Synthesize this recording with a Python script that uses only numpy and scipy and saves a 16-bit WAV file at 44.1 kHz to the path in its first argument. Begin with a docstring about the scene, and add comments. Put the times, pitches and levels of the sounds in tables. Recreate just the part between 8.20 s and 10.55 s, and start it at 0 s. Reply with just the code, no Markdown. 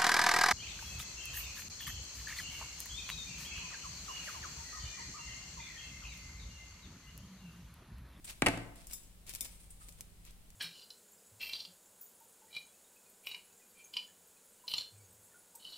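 """Small side cutters clack down on a paper-covered workbench: steel jaws first, then the handles,
which rock and settle, each contact thumping the bench top. Fingers then slide over the paper and
pick at a small component, whose thin wire leads catch, tick and ping. Midway one lead springs free;
from there the hand bumps the bench softly and a fingertip gives one faint squeak.
Throughout, a small room answers, and a low rumble, a hum and a faint hiss lie underneath."""
import sys
import numpy as np
from scipy import signal
from scipy.fft import rfft, irfft, next_fast_len
from scipy.io import wavfile
from scipy.ndimage import map_coordinates

SR = 44100
rng = np.random.default_rng(int(sys.argv[2]) if len(sys.argv) > 2 else 0)


def to_wav(sig):
    """Store sig (one row per channel, or 1-D mono) as 16-bit WAV at the path in sys.argv[1].

    Samples outside -1..1 are clipped; the rate is SR.
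    """
    pcm = np.clip(np.atleast_2d(sig), -1, 1) * 32767
    pcm = np.round(pcm).astype(np.int16)
    wavfile.write(sys.argv[1], SR, pcm.T)  # frames by channels


N = 103635
HIT_SAMPLES = SR // 2  # the longest one contact may last

# tone of the bench thud, the handle clack and the jaw tick: freq_hz, level_db
THUD_EQ = [(30, -14.5), (110, -3), (200, 1), (290, 5.5), (450, -9), (680, 0), (900, -9), (1150, -8.5),
           (1600, -6.5), (3000, -19.5), (8000, -46)]
CLACK_EQ = [(100, -25.5), (600, -5), (1300, -9.5), (1600, -7.5), (1900, 2.5), (2300, 1), (2850, 1),
            (3300, -11), (5000, -18), (9000, -33), (15000, -67.5)]
TICK_EQ = [(300, -38), (2000, 0), (4500, -1), (6000, -7.5), (8300, -1.5), (10500, -8), (12000, -14),
           (13500, -12), (16000, -42.5)]
# low resonances of bench and room that ring after each thud: pitch_hz, level_db, t60_s
THUD_MODES = [(45.7, -21, 0.74), (113, -13.5, 0.6), (170.6, -13.5, 0.38), (244.6, -15, 0.12),
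              (274, -9.5, 0.15), (310, -10.5, 0.16), (668.4, -14.5, .14), (866, -15, .06)]
# resonances of the cutters' frame: pitch_hz, level_db, t60_s
FRAME_MODES = [(1863, -19, 0.075), (2280, -13.5, 0.054), (2610, -18, 0.097), (2904, -19, 0.029)]
# the cutters land, rock and settle: start_s, thud_db, clack_db, tick_db
CUTTER_HITS = [(.2200, -41, -22, -8), (.2223, 1, -3, -16), (0.2617, -12, -6, -13.5),
               (0.2628, -18, -11, -7.5), (.2670, -3, 2, -5.5), (0.2708, -2, -5, -11.5),
               (0.2754, -3.5, -11, -25), (.2844, -11, -5, -10.5), (.2857, -6, -33, -16),
               (.338, -14, -33, -39), (.375, -14.5, -38, -24.5)]


def cutters():
    """Every contact thumps the bench, clacks the handles and ticks the steel jaws."""
    body, jaws = np.zeros((2, N)), np.zeros((2, N))
    for start_s, thud_db, clack_db, tick_db in CUTTER_HITS:
        thud = contact(THUD_EQ, scatter_db=0, t60_s=0.063) + ring(THUD_MODES, spread_rad=0.12)
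        clack = contact(CLACK_EQ, scatter_db=-5, t60_s=0.013) + ring(FRAME_MODES, spread_rad=0.72)
        add(body, start_s, amp(thud_db) * thud + amp(clack_db) * pan(0.89) * clack)
        add(jaws, start_s, amp(tick_db) * contact(TICK_EQ, scatter_db=1, t60_s=0.011))
    landing = room(body, wet_db=-14, build_s=0.017) + room(jaws, wet_db=-11, build_s=0.004)
    lag_s = np.array([[0], [0.00011]])  # the left side hears them first
    return pan(0.5) * filtered(landing, lambda hz: np.exp(-2j * np.pi * hz * lag_s))


# bright tone of a tiny snap, of wire or of paper fibre: freq_hz, level_db
SNAP_EQ = [(100, -5), (700, -15), (1600, -19), (2300, -3.5), (3200, -8), (6000, -2.5), (8500, 1),
           (10500, -1), (12500, -2), (15500, -10.5)]


def wire_click(tilt_db, crack_t60_s=0.004, scatter_t60_s=0.045):
    """A dry crack of wire and its softer scatter, tilted by tilt_db per octave, energy 1."""
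    t = np.arange(SR // 12) / SR
    burst = diffuse(len(t)) * (decay(t, crack_t60_s) + amp(-11) * decay(t, scatter_t60_s))
    tilted_eq = [(hz, db + tilt_db * np.log2(hz)) for hz, db in SNAP_EQ]
    click = signal.fftconvolve(burst, pulse(tilted_eq)[None], axes=1)
    return click / stereo_norm(click)


# resonances of a ticking lead and of the one that springs free: pitch_hz, level_db, t60_s
LEAD_MODES = [(3650, -18, .2), (5010, -13, .24), (5520, -7.5, 0.23), (6760, -6, 0.23), (7883, -9, .22),
              (8620, -7.5, 0.18), (10470, -5.5, 0.18), (15200, -13, .2)]
SPRUNG_MODES = [(2167, -11, .18), (2420, -14, .12), (3620, -9.5, 0.14), (4980, -15, .12), (6280, -16, .14),
                (8300, -11, .14), (9330, -2.5, .14), (10420, -3.5, 0.061), (12800, -16, 0.081),
                (13700, -5, 0.068)]
# ticks of the leads: start_s, click_db, ring_db, tilt_db_per_octave, pan_db
LEAD_TICKS = [(.5585, -35, -50, 3, 6), (.670, -25, -32, 2, 3), (0.7113, -27.5, -43, -1.5, 8),
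              (0.7242, -26, -34, 1, 5), (.733, -18.5, -19, 8, 5.5), (.833, -36, -39, -8, -1),
              (1.067, -33.5, -37, -2.5, 10), (1.094, -21.5, -30, -0.5, 9), (1.1374, -25.5, -33, -1, 13.5),
              (1.1503, -15, -38, 0.5, -0.5), (1.159, -22.5, -38, -0.5, 8), (1.2084, -11.5, -21, 2, 3.5),
              (1.247, -25.5, -25, -1, 3), (1.434, -40, -55, 1, 0), (1.686, -27, -45, -2.5, 3),
              (1.691, -28.5, -37.5, -2, 2), (1.724, -34, -51, -1.5, 1), (1.8083, -18.5, -54, -0.5, -0.5),
              (2.0513, -31, -51, 0, 4), (2.108, -34, -61, -2, 0), (2.304, -35, -54, -1, 2)]


def wire_leads(jangle_hz=(4890, 15620), jangle_t60_s=0.14, spring_s=1.2084):
    """Wire ends catch and slip, each with a dry click and a thin jangling ping; one springs free."""
    out = np.zeros((2, N))
    weak_modes = [(hz, rng.normal(-16.5, 3), jangle_t60_s) for hz in rng.uniform(*jangle_hz, 64)]
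    jangle = ring(weak_modes, spread_rad=1.55)
    for start_s, click_db, ring_db, tilt_db, pan_db in LEAD_TICKS:
        add(out, start_s, pan(pan_db) * amp(click_db) * wire_click(tilt_db))
        ping = ring(LEAD_MODES, spread_rad=1.8) + jangle
        add(out, start_s, pan(pan_db) * amp(ring_db) * ping)
    add(out, spring_s, amp(-14.5) * pan(4) * ring(SPRUNG_MODES, spread_rad=0.8))
    return room(out, wet_db=-14, build_s=0.0023)


# tone of the skin's rub and of the airy hiss above it: freq_hz, level_db
RUB_EQ = [(100, -15), (400, -6.5), (1000, -5.5), (1600, -3.5), (2300, 2), (3300, 1), (4200, 0.5),
          (6000, -2.5), (10000, -5.5), (15000, -13.5)]
HISS_EQ = [(500, -26), (4000, -18), (6000, -11.5), (7300, 0), (8300, 8), (10000, 3.5), (12000, -7.5),
           (15500, -8.5)]
# fingers and wire sliding on paper: start_s, rise_s, fall_s, rub_db, hiss_db
SLIDES = [(0.042, 0.0045, .14, -55, -47.5), (0.063, .045, .055, -44.5, -57),
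          (0.553, 0.0083, 0.51, -60.5, -62.5), (0.688, .028, 0.11, -55.5, -57),
          (.76, 0.027, 0.16, -63.5, -60), (1.062, 0.037, 0.061, -48, -51.5), (1.11, 0.047, 0.22, -56, -58),
          (1.224, 0.039, 0.12, -56, -77), (1.3, 0.022, 0.75, -68, -61), (1.503, .004, 0.1, -76, -53),
          (1.56, 0.084, 0.43, -66.5, -61.5), (1.77, 0.018, 0.061, -73.5, -72),
          (2.04, 0.037, 0.16, -59, -80)]


def paper_slides(snaps_per_s=170, fall_db=38.5):
    """Grainy friction on the sheet: a broad rub of skin, tiny snapping fibres and a high hiss."""
    t = np.arange(N) / SR
    rub_env, hiss_env = np.zeros(N), np.zeros(N)
    for start_s, rise_s, fall_s, rub_db, hiss_db in SLIDES:
        swell = np.clip((t - start_s) / rise_s, 0, 1) ** 0.83
        fade = amp(-fall_db * np.maximum(t - start_s - rise_s, 0) / fall_s)
        rub_env += amp(rub_db) * swell * fade
        hiss_env += amp(hiss_db) * swell * fade
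    grain = unit_rms(amp(2 * wobble(900) + 2.5 * wobble(90)))
    snaps = (rng.random(N) < snaps_per_s / SR) * rng.uniform(0.48, 1, N)
    snap_env = signal.fftconvolve(snaps, decay(t[:SR // 50], t60_s=0.0071))[:N]
    grit = unit_rms(snap_env * noise(SNAP_EQ))
    rub = pan(0.82) * rub_env * (grain * noise(RUB_EQ) + amp(-7) * grit)
    hiss = pan(0.8) * hiss_env * grain * noise(HISS_EQ)
    return room(rub + hiss, wet_db=-11.5, build_s=0.015)


# tone of the narrow squeak and of a dull bump: freq_hz, level_db
SQUEAK_EQ = [(700, -37), (1080, -20), (1220, -2), (1400, -14), (2000, -20), (4000, -40)]
BUMP_EQ = [(25, 1.5), (50, -4), (110, -5.5), (240, -3), (400, -13.5), (1000, -17.5), (4000, -55)]
# the hand meets the bench: start_s, level_db
HAND_BUMPS = [(1.213, -27), (1.683, -35.5), (1.795, -31)]


def hand(squeak_s=1.617, squeak_width_s=0.0055):
    """The hand bumps the bench softly, and a fingertip sticks briefly with one faint squeak."""
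    t = np.arange(N) / SR
    squeak_env = np.exp(-0.5 * ((t - squeak_s) / squeak_width_s) ** 2)
    out = amp(-61.5) * squeak_env * noise(SQUEAK_EQ)
    for start_s, level_db in HAND_BUMPS:
        add(out, start_s, amp(level_db) * contact(BUMP_EQ, scatter_db=10.5, t60_s=0.13))
    return room(out, wet_db=-11, build_s=0.0068)


# reverb time of the small room: freq_hz, t60_s
ROOM_DECAY = [(100, 1), (300, 0.76), (1000, 0.79), (2500, .5), (8000, 0.53), (15000, 0.44)]


def room(x, wet_db, build_s):
    """The sound plus the room's tail, which builds up and lingers longest in the bass."""
    hz, t, bands = signal.stft(diffuse(SR), SR, nperseg=256)
    envelope = decay(t, curve_at(ROOM_DECAY, hz)[:, None]) * (1 - np.exp(-t / build_s))
    tail = signal.istft(bands * envelope, SR, nperseg=256)[1]
    tail /= np.linalg.norm(tail[0])
    return x + amp(wet_db) * signal.fftconvolve(x, tail, axes=1)[:, :N]


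# tone of the noise bed: freq_hz, level_db
BED_EQ = [(20, -0.5), (40, 1.5), (70, -7), (120, -16.5), (175, -11), (260, -22), (500, -25), (1500, -31.5),
          (3000, -29.5), (6000, -33.5), (8500, -28.5), (12000, -32), (16000, -35.5)]
# low tones of the hum: pitch_hz, level_db
HUM_TONES = [(48.7, -63), (100, -71), (171, -72.5)]


def room_tone():
    """Low rumble, faint hiss and a wavering hum."""
    t = np.arange(N) / SR
    hum = sum(amp(db) * np.sqrt(2) * np.sin(2 * np.pi * hz * t + 0.5 * wobble(4.96))
              for hz, db in HUM_TONES)
    return pan(0.6) * (amp(-58) * noise(BED_EQ) + hum)


def contact(eq, scatter_db, t60_s):
    """One sharp pulse and its scatter off things nearby, which dies over t60_s; energy 1."""
    t = np.arange(HIT_SAMPLES) / SR
    burst = np.pad(diffuse(SR // 10), ((0, 0), (0, HIT_SAMPLES - SR // 10)))
    burst *= decay(t, t60_s) * (1 - np.exp(-t / 0.0011))
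    burst *= amp(scatter_db) / stereo_norm(burst)
    burst[:, 0] -= 1  # the direct hit
    hit = signal.fftconvolve(burst, pulse(eq)[None], axes=1)[:, :HIT_SAMPLES]
    return hit / stereo_norm(hit)


def ring(modes, spread_rad):
    """Damped modes whose levels set their energy; random left and right phases add width."""
    t = np.arange(HIT_SAMPLES) / SR
    out = np.zeros((2, len(t)))
    for hz, db, t60_s in modes:
        fade = decay(t, t60_s)
        gain = amp(db + rng.normal(0, 1)) / np.sqrt(np.sum(fade ** 2) / 2)
        phase = spread_rad * rng.standard_normal((2, 1))
        out += gain * fade * np.sin(2 * np.pi * hz * t + phase)
    return out


# how alike left and right are in diffuse sound: freq_hz, correlation
STEREO_LIKENESS = [(50, 0.76), (180, 0.85), (350, 0.69), (700, 0.3), (1500, 0.034), (15000, .02)]


def diffuse(n):
    """White stereo noise, narrow in the bass and wide in the treble."""
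    def mid_side_gains(hz):
        angle = np.arccos(np.clip(curve_at(STEREO_LIKENESS, hz), -1, 1)) / 2
        return np.array([np.cos(angle), np.sin(angle)])
    mid, side = filtered(rng.standard_normal((2, n)), mid_side_gains)
    return np.array([mid + side, mid - side])


def noise(eq):
    """Coloured stereo noise of rms 1."""
    return unit_rms(filtered(diffuse(N), lambda hz: amp(curve_at(eq, hz))))


def pulse(eq, size=2048):
    """Minimum-phase pulse of energy 1 with this tone."""
    cepstrum = irfft(np.log(amp(curve_at(eq, np.fft.rfftfreq(size, 1 / SR)))))
    cepstrum[1:size // 2] *= 2
    cepstrum[size // 2 + 1:] = 0
    wave = irfft(np.exp(rfft(cepstrum)))
    return wave / np.linalg.norm(wave)


def filtered(x, response):
    """Shape x with a frequency response."""
    n = x.shape[-1]
    padded = next_fast_len(n + SR // 10)
    return irfft(rfft(x, padded) * response(np.fft.rfftfreq(padded, 1 / SR)), padded)[..., :n]


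def curve_at(points, hz):
    """Read (freq_hz, value) points on a log frequency axis."""
    freqs, values = np.transpose(points)
    return np.interp(np.log(hz + 1), np.log(freqs + 1), values)


def wobble(knots_per_s):
    """A smooth random curve."""
    knots = rng.standard_normal(int(N * knots_per_s / SR) + 4)
    return map_coordinates(knots, [np.arange(N) * knots_per_s / SR])


def amp(db):
    """Decibels to gain."""
    return 10 ** (np.asarray(db) / 20)


def decay(t, t60_s):
    """A fade of 60 dB every t60_s."""
    return amp(-60 * t / t60_s)


def unit_rms(x):
    """Scale to rms 1."""
    return x / np.sqrt(np.mean(x ** 2) + 1e-20)


def stereo_norm(x):
    """Root of the mean energy of the two channels."""
    return np.sqrt(np.sum(x ** 2) / 2)


def pan(db):
    """Stereo gains with the left louder by db."""
    return amp(np.array([[db], [-db]]) / 2)


def add(track, start_s, sound):
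    """Mix a sound into the track at start_s."""
    i = round(start_s * SR)
    track[:, i:i + sound.shape[-1]] += sound[..., :N - i]


def scene():
    """The cutters and the handwork over the room tone."""
    return cutters() + wire_leads() + paper_slides() + hand() + room_tone()


def record(dry):
    """A steep high cut takes off the topmost air."""
    cutoff_hz = 16200
    return filtered(dry, lambda hz: 1 / np.sqrt(1 + (hz / cutoff_hz) ** 160))


dry = scene()
out = record(dry)
to_wav(out)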